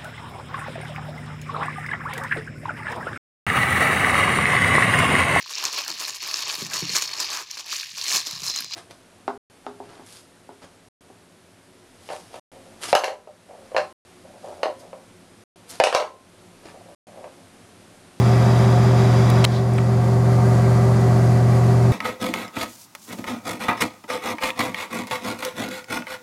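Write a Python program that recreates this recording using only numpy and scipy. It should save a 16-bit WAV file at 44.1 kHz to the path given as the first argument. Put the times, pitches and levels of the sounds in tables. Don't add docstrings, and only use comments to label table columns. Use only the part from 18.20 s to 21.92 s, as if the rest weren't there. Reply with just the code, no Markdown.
import sys
import numpy as np
from scipy import signal
from scipy.fft import rfft, irfft, next_fast_len
from scipy.io import wavfile
from scipy.ndimage import map_coordinates

SR = 44100
rng = np.random.default_rng(int(sys.argv[2]) if len(sys.argv) > 2 else 0)


def to_wav(s):
    ch = np.atleast_2d(s).T
    pcm = np.round(np.clip(ch, -1, 1) * 32767)
    wavfile.write(sys.argv[1], SR, pcm.astype(np.int16))


N = 164052

HUM_HZ, SHAFT_HZ = 119.93, 44.9


def amp(db):
    return 10 ** (np.asarray(db) / 20)


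def unit(x):
    return x / np.sqrt(np.mean(x ** 2))


def clock():
    return np.arange(N) / SR


def curve(rows):
    return np.interp(clock(), *np.transpose(rows))


def wobble(rate):
    coarse = clock()[::64]
    knots = rng.standard_normal(256)
    smooth = map_coordinates(knots, [coarse * rate], mode="wrap")
    return np.interp(clock(), coarse, smooth)


def filtered(x, response):
    m = next_fast_len(N + SR // 2)
    return irfft(rfft(x, m) * response(np.fft.rfftfreq(m, 1 / SR)), m)[:N]


def noise(spectrum):
    f, db = np.transpose(spectrum)
    white = rng.standard_normal(N) * np.sqrt(SR / 2)
    return filtered(white, lambda hz: amp(np.interp(np.log(hz + 1), np.log(f), db)))


def resonance(f, hz, width):
    return (1j * f * width / (hz * hz - f * f + 1j * f * width)) ** 2


def ringing(hz, width):
    m = next_fast_len(N, real=True)
    white = rng.standard_normal(m)
    response = resonance(np.fft.rfftfreq(m, 1 / SR), hz, width)
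    return unit(irfft(rfft(white, m) * response, m)[:N])


def reflections(x, ripple_db=2.3, spacing_hz=48):
    knots = rng.standard_normal(4096)

    def response(f):
        depth_db = ripple_db * np.clip(f / 2000, 0, 1)
        return amp(depth_db * map_coordinates(knots, [f / spacing_hz], mode="wrap"))
    return filtered(x, response)


THROB_HZ = 4.995
THROB_SHARE, THROB_TOP_HZ = 0.87, 1090


def throb(x):
    def response(f):
        share = THROB_SHARE * np.exp(-(f / THROB_TOP_HZ) ** 4)
        feedback = share * np.exp(-2j * np.pi * f / THROB_HZ)
        return np.sqrt(1 - share ** 2) / (1 - feedback)
    return filtered(x, response)


# frequency in Hz, density in dB per Hz before the air level is applied.
AIR_SPECTRUM = [(25.0, -74.0), (48.0, -71), (80.0, -58.5), (120.0, -48), (210.0, -54.5), (240.0, -59),
                (325.0, -54.5), (385.0, -51.5), (430.0, -62), (485.0, -62.5), (535.0, -55.5),
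                (590.0, -56.5), (720.0, -55.5), (790.0, -62.5), (1000.0, -63), (1150.0, -60.5),
                (1400.0, -66.5), (1580.0, -66), (1750.0, -71), (2000.0, -69.5), (2500.0, -77.5),
                (3100.0, -79.5), (4900.0, -78.5), (5500.0, -82), (7100.0, -80.5), (7900.0, -83.5),
                (9200.0, -85), (11000.0, -88.5), (13000.0, -92.5), (15500.0, -99.0)]
# time in seconds, gain in dB.
AIR_LEVEL = [(0, -0.5), (1.2, -1), (1.7, -1.6), (2.5, -0.84), (3.3, -0.9), (3.7, -0.3)]
# frequency in Hz, density in dB per Hz before the hiss level is applied.
HISS_SPECTRUM = [(500, -75), (750, -59), (1200, -64.5), (2200, -70), (3000, -77.5), (3330, -73.5),
                 (3880, -73.5), (4150, -93), (4650, -74.5), (4950, -71.5), (5250, -79), (6100, -81.5),
                 (6400, -97), (7000, -76.5), (8000, -103), (12000, -105)]
# time in seconds, gain in dB.
HISS_LEVEL = [(0, -1.5), (1.1, 0.5), (1.25, -0.5), (1.42, -8), (1.75, -9), (2.2, -25)]
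# frequency in Hz, width in Hz, rms level in dB.
WHISTLES = [(727, 36, -42.5), (913, 11.6, -45.5), (1582, 20, -51), (1996, 95, -51.5), (4790, 380, -58),
            (7090, 220, -60), (9100, 350, -62.5), (10950, 200, -62), (13000, 150, -74)]
# frequency in Hz, width in Hz, rms level in dB before the hiss level.
HISS_WHINES = [(3380, 78, -51), (3910, 63, -51), (4985, 87, -51.5), (6150, 70, -55)]


def air(flutter_db=0.59, flutter_rate=15, buzz_depth=0.032):
    whistles = sum(amp(db) * ringing(hz, width) for hz, width, db in WHISTLES)
    whines = sum(amp(db) * ringing(hz, width) for hz, width, db in HISS_WHINES)
    hiss_gain = amp(curve(HISS_LEVEL))
    flow = amp(curve(AIR_LEVEL)) * noise(AIR_SPECTRUM)
    rush = reflections(throb(flow + hiss_gain * noise(HISS_SPECTRUM)))
    pulsing = 1 + buzz_depth * np.sin(2 * np.pi * HUM_HZ * clock())
    flutter = amp(flutter_db * wobble(flutter_rate))
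    return (rush + whistles + hiss_gain * whines) * pulsing * flutter


# start in seconds, level in dB, centre in Hz, width in octaves,
# time to decay by 60 dB in seconds.
TICKS = [(1.1005, -25, 3000, .8, 0.022), (1.1015, -27, 9500, .6, .011), (1.536, -35, 8500, .4, .012),
         (1.581, -25, 2900, .22, .02), (1.5815, -36, 8300, .1, .02), (1.583, -18, 1450, .3, 0.025),
         (1.584, -21, 2300, .2, .022), (1.6145, -38, 4000, .6, .01)]
RUB_S, RUB_LENGTH_S, RUB_HZ, RUB_WIDTH_HZ, RUB_DB = 1.355, 0.044, 3900, 2100, -36


def ticks():
    rub_envelope = np.exp(-((clock() - RUB_S) / RUB_LENGTH_S) ** 2)
    out = ringing(RUB_HZ, RUB_WIDTH_HZ) * amp(RUB_DB) * rub_envelope
    t = np.arange(SR // 10) / SR
    f = np.fft.rfftfreq(len(t), 1 / SR) + 1
    for s, db, hz, width_octaves, t60 in TICKS:
        band = np.exp(-.5 * (np.log2(f / hz) / width_octaves) ** 2)
        burst = unit(irfft(rfft(rng.standard_normal(len(t))) * band, len(t)))
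        onset = 1 - np.exp(-2 * hz * t)
        decay = amp(db - 60 * t / t60)
        out[round(s * SR):][:len(t)] += burst * decay * onset
    return out


# frequency in Hz, relative level in dB, time to decay by 60 dB in seconds.
PLASTIC_MODES = [(600, -8, .009), (1230, -11, .009), (2100, -6, 0.0087), (3120, 0, 0.011),
                 (4000, 2.5, 0.0069), (4600, -18, 0.0037), (7500, -2.5, 0.0027), (9500, -11, 0.0025)]
# frequency in Hz, relative density in dB.
SCRAPE_SPECTRUM = [(300, -18), (600, -6), (1200, 0.5), (2100, 1.5), (3000, 3), (4000, 1), (5300, -9),
                   (7500, -7.5), (10000, -12), (12000, -27), (16000, -30)]
SNAP_S, SNAP_DB = 1.2504, 2.5
SCRAPE_S, SCRAPE_DB = .0085, -17
GAP_S = 0.00053


def click(crack_db=-14, crack_t60=0.0067):
    t = np.arange(SR // 20) / SR
    ring = sum(amp(db - 60 * t / t60) * np.sin(2 * np.pi * hz * t) for hz, db, t60 in PLASTIC_MODES)
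    crack = ringing(5000, 6000)[:len(t)] * amp(crack_db - 60 * t / crack_t60)
    scraping = (clock() > SNAP_S - SCRAPE_S) & (clock() < SNAP_S - GAP_S)
    out = amp(SCRAPE_DB) * unit(noise(SCRAPE_SPECTRUM)) * scraping
    out[round(SNAP_S * SR):][:len(t)] += amp(SNAP_DB) * ring / np.abs(ring).max() + crack
    return out


WAVER_DB_PER_KHZ, WAVER_RAD_PER_KHZ = 2.5, 1.0


def tone(hz, db, turn):
    t, khz = clock(), hz / 1000
    coarse = t[::256]
    swell, drift = (map_coordinates(knots, [5 * coarse], mode="wrap")
                    for knots in rng.standard_normal((2, 32)))
    phase = 2 * np.pi * (hz * t + turn) + np.interp(t, coarse, WAVER_RAD_PER_KHZ * khz * drift)
    peak = np.sqrt(2) * amp(db)
    level = peak * unit(amp(WAVER_DB_PER_KHZ * khz * swell))
    return np.interp(t, coarse, level) * np.sin(phase)


# frequency in Hz, rms level in dB before the housing level.
HOUSING_TONES = [(144.5, -46), (215.3, -37.5), (264.4, -42.5), (384.3, -38.5), (530.3, -43), (534.4, -40.5),
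                 (620, -44), (669, -44.5), (714, -40), (729.3, -43.5), (740, -45), (819.2, -45.5),
                 (839.5, -49), (909, -49.5), (953.9, -59), (1199.4, -48)]
# time in seconds, gain in dB.
HOUSING_LEVEL = [(0, 3), (1.1, 2), (1.6, -1), (2.6, 0), (3.7, -2)]
BUZZ_DB, BUZZ_BAND_HZ = -53, (290, 1150)


def housing():
    faint = sum(tone(hz, BUZZ_DB, rng.random()) for hz in rng.uniform(*BUZZ_BAND_HZ, size=24))
    clear = sum(tone(hz, db, rng.random()) for hz, db in HOUSING_TONES)
    return amp(curve(HOUSING_LEVEL)) * (faint + clear)


# levels in dB at two shaft rates
SIDEBANDS = [(-61, -34, -14.5, -28.5, -29), (-48, -31.5, -40.5, -43.5, -40.5),
             (-38.5, -45, -37.5, -52, -44), (-29, -66, -48, -40.5, -52), (-45.5, -53, -41, -49, -51),
             (-45, -67, -39.5, -56, -51)]
# level in dB of the second, third and fourth multiple of the shaft rate.
SHAFT_ORDERS = [-35, -44.5, -38]


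def motor():
    out = sum(tone(k * SHAFT_HZ, db, rng.random()) for k, db in enumerate(SHAFT_ORDERS, 2))
    for k, row in enumerate(SIDEBANDS, 1):
        hum_turn, shaft_turn = rng.random(2)
        for j, db in enumerate(row, -2):
            turn = hum_turn + j * shaft_turn + abs(j) / 4
            out += tone(k * HUM_HZ + j * SHAFT_HZ, db, turn)
    return out


def scene():
    return (air() + ticks() + click() + housing() + motor())[None]


CEILING_DB, ATTACK_S = -6.5, 0.001
HOLD_S, RELEASE_DB_PER_S = 0.1, 4.8
TOP_HZ = 15720


def record(dry):
    x, t = dry[0], clock()
    presence = filtered(x, lambda hz: (hz > 1500) & (hz < 5500))
    over_db = np.maximum(20 * np.log10(np.abs(presence) + 1e-9) - CEILING_DB, 0)
    falling = np.maximum.accumulate(over_db + RELEASE_DB_PER_S * t) - RELEASE_DB_PER_S * t
    duck_db = np.maximum(falling, np.interp(t - HOLD_S, t, falling))
    pole = np.exp(-1 / (ATTACK_S * SR))
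    smooth_duck_db = signal.lfilter([1 - pole], [1, -pole], duck_db)
    ducked = x * amp(-smooth_duck_db)
    return filtered(np.clip(ducked, -1, 1), lambda hz: hz < TOP_HZ)[None]


dry = scene()
out = record(dry)
to_wav(out)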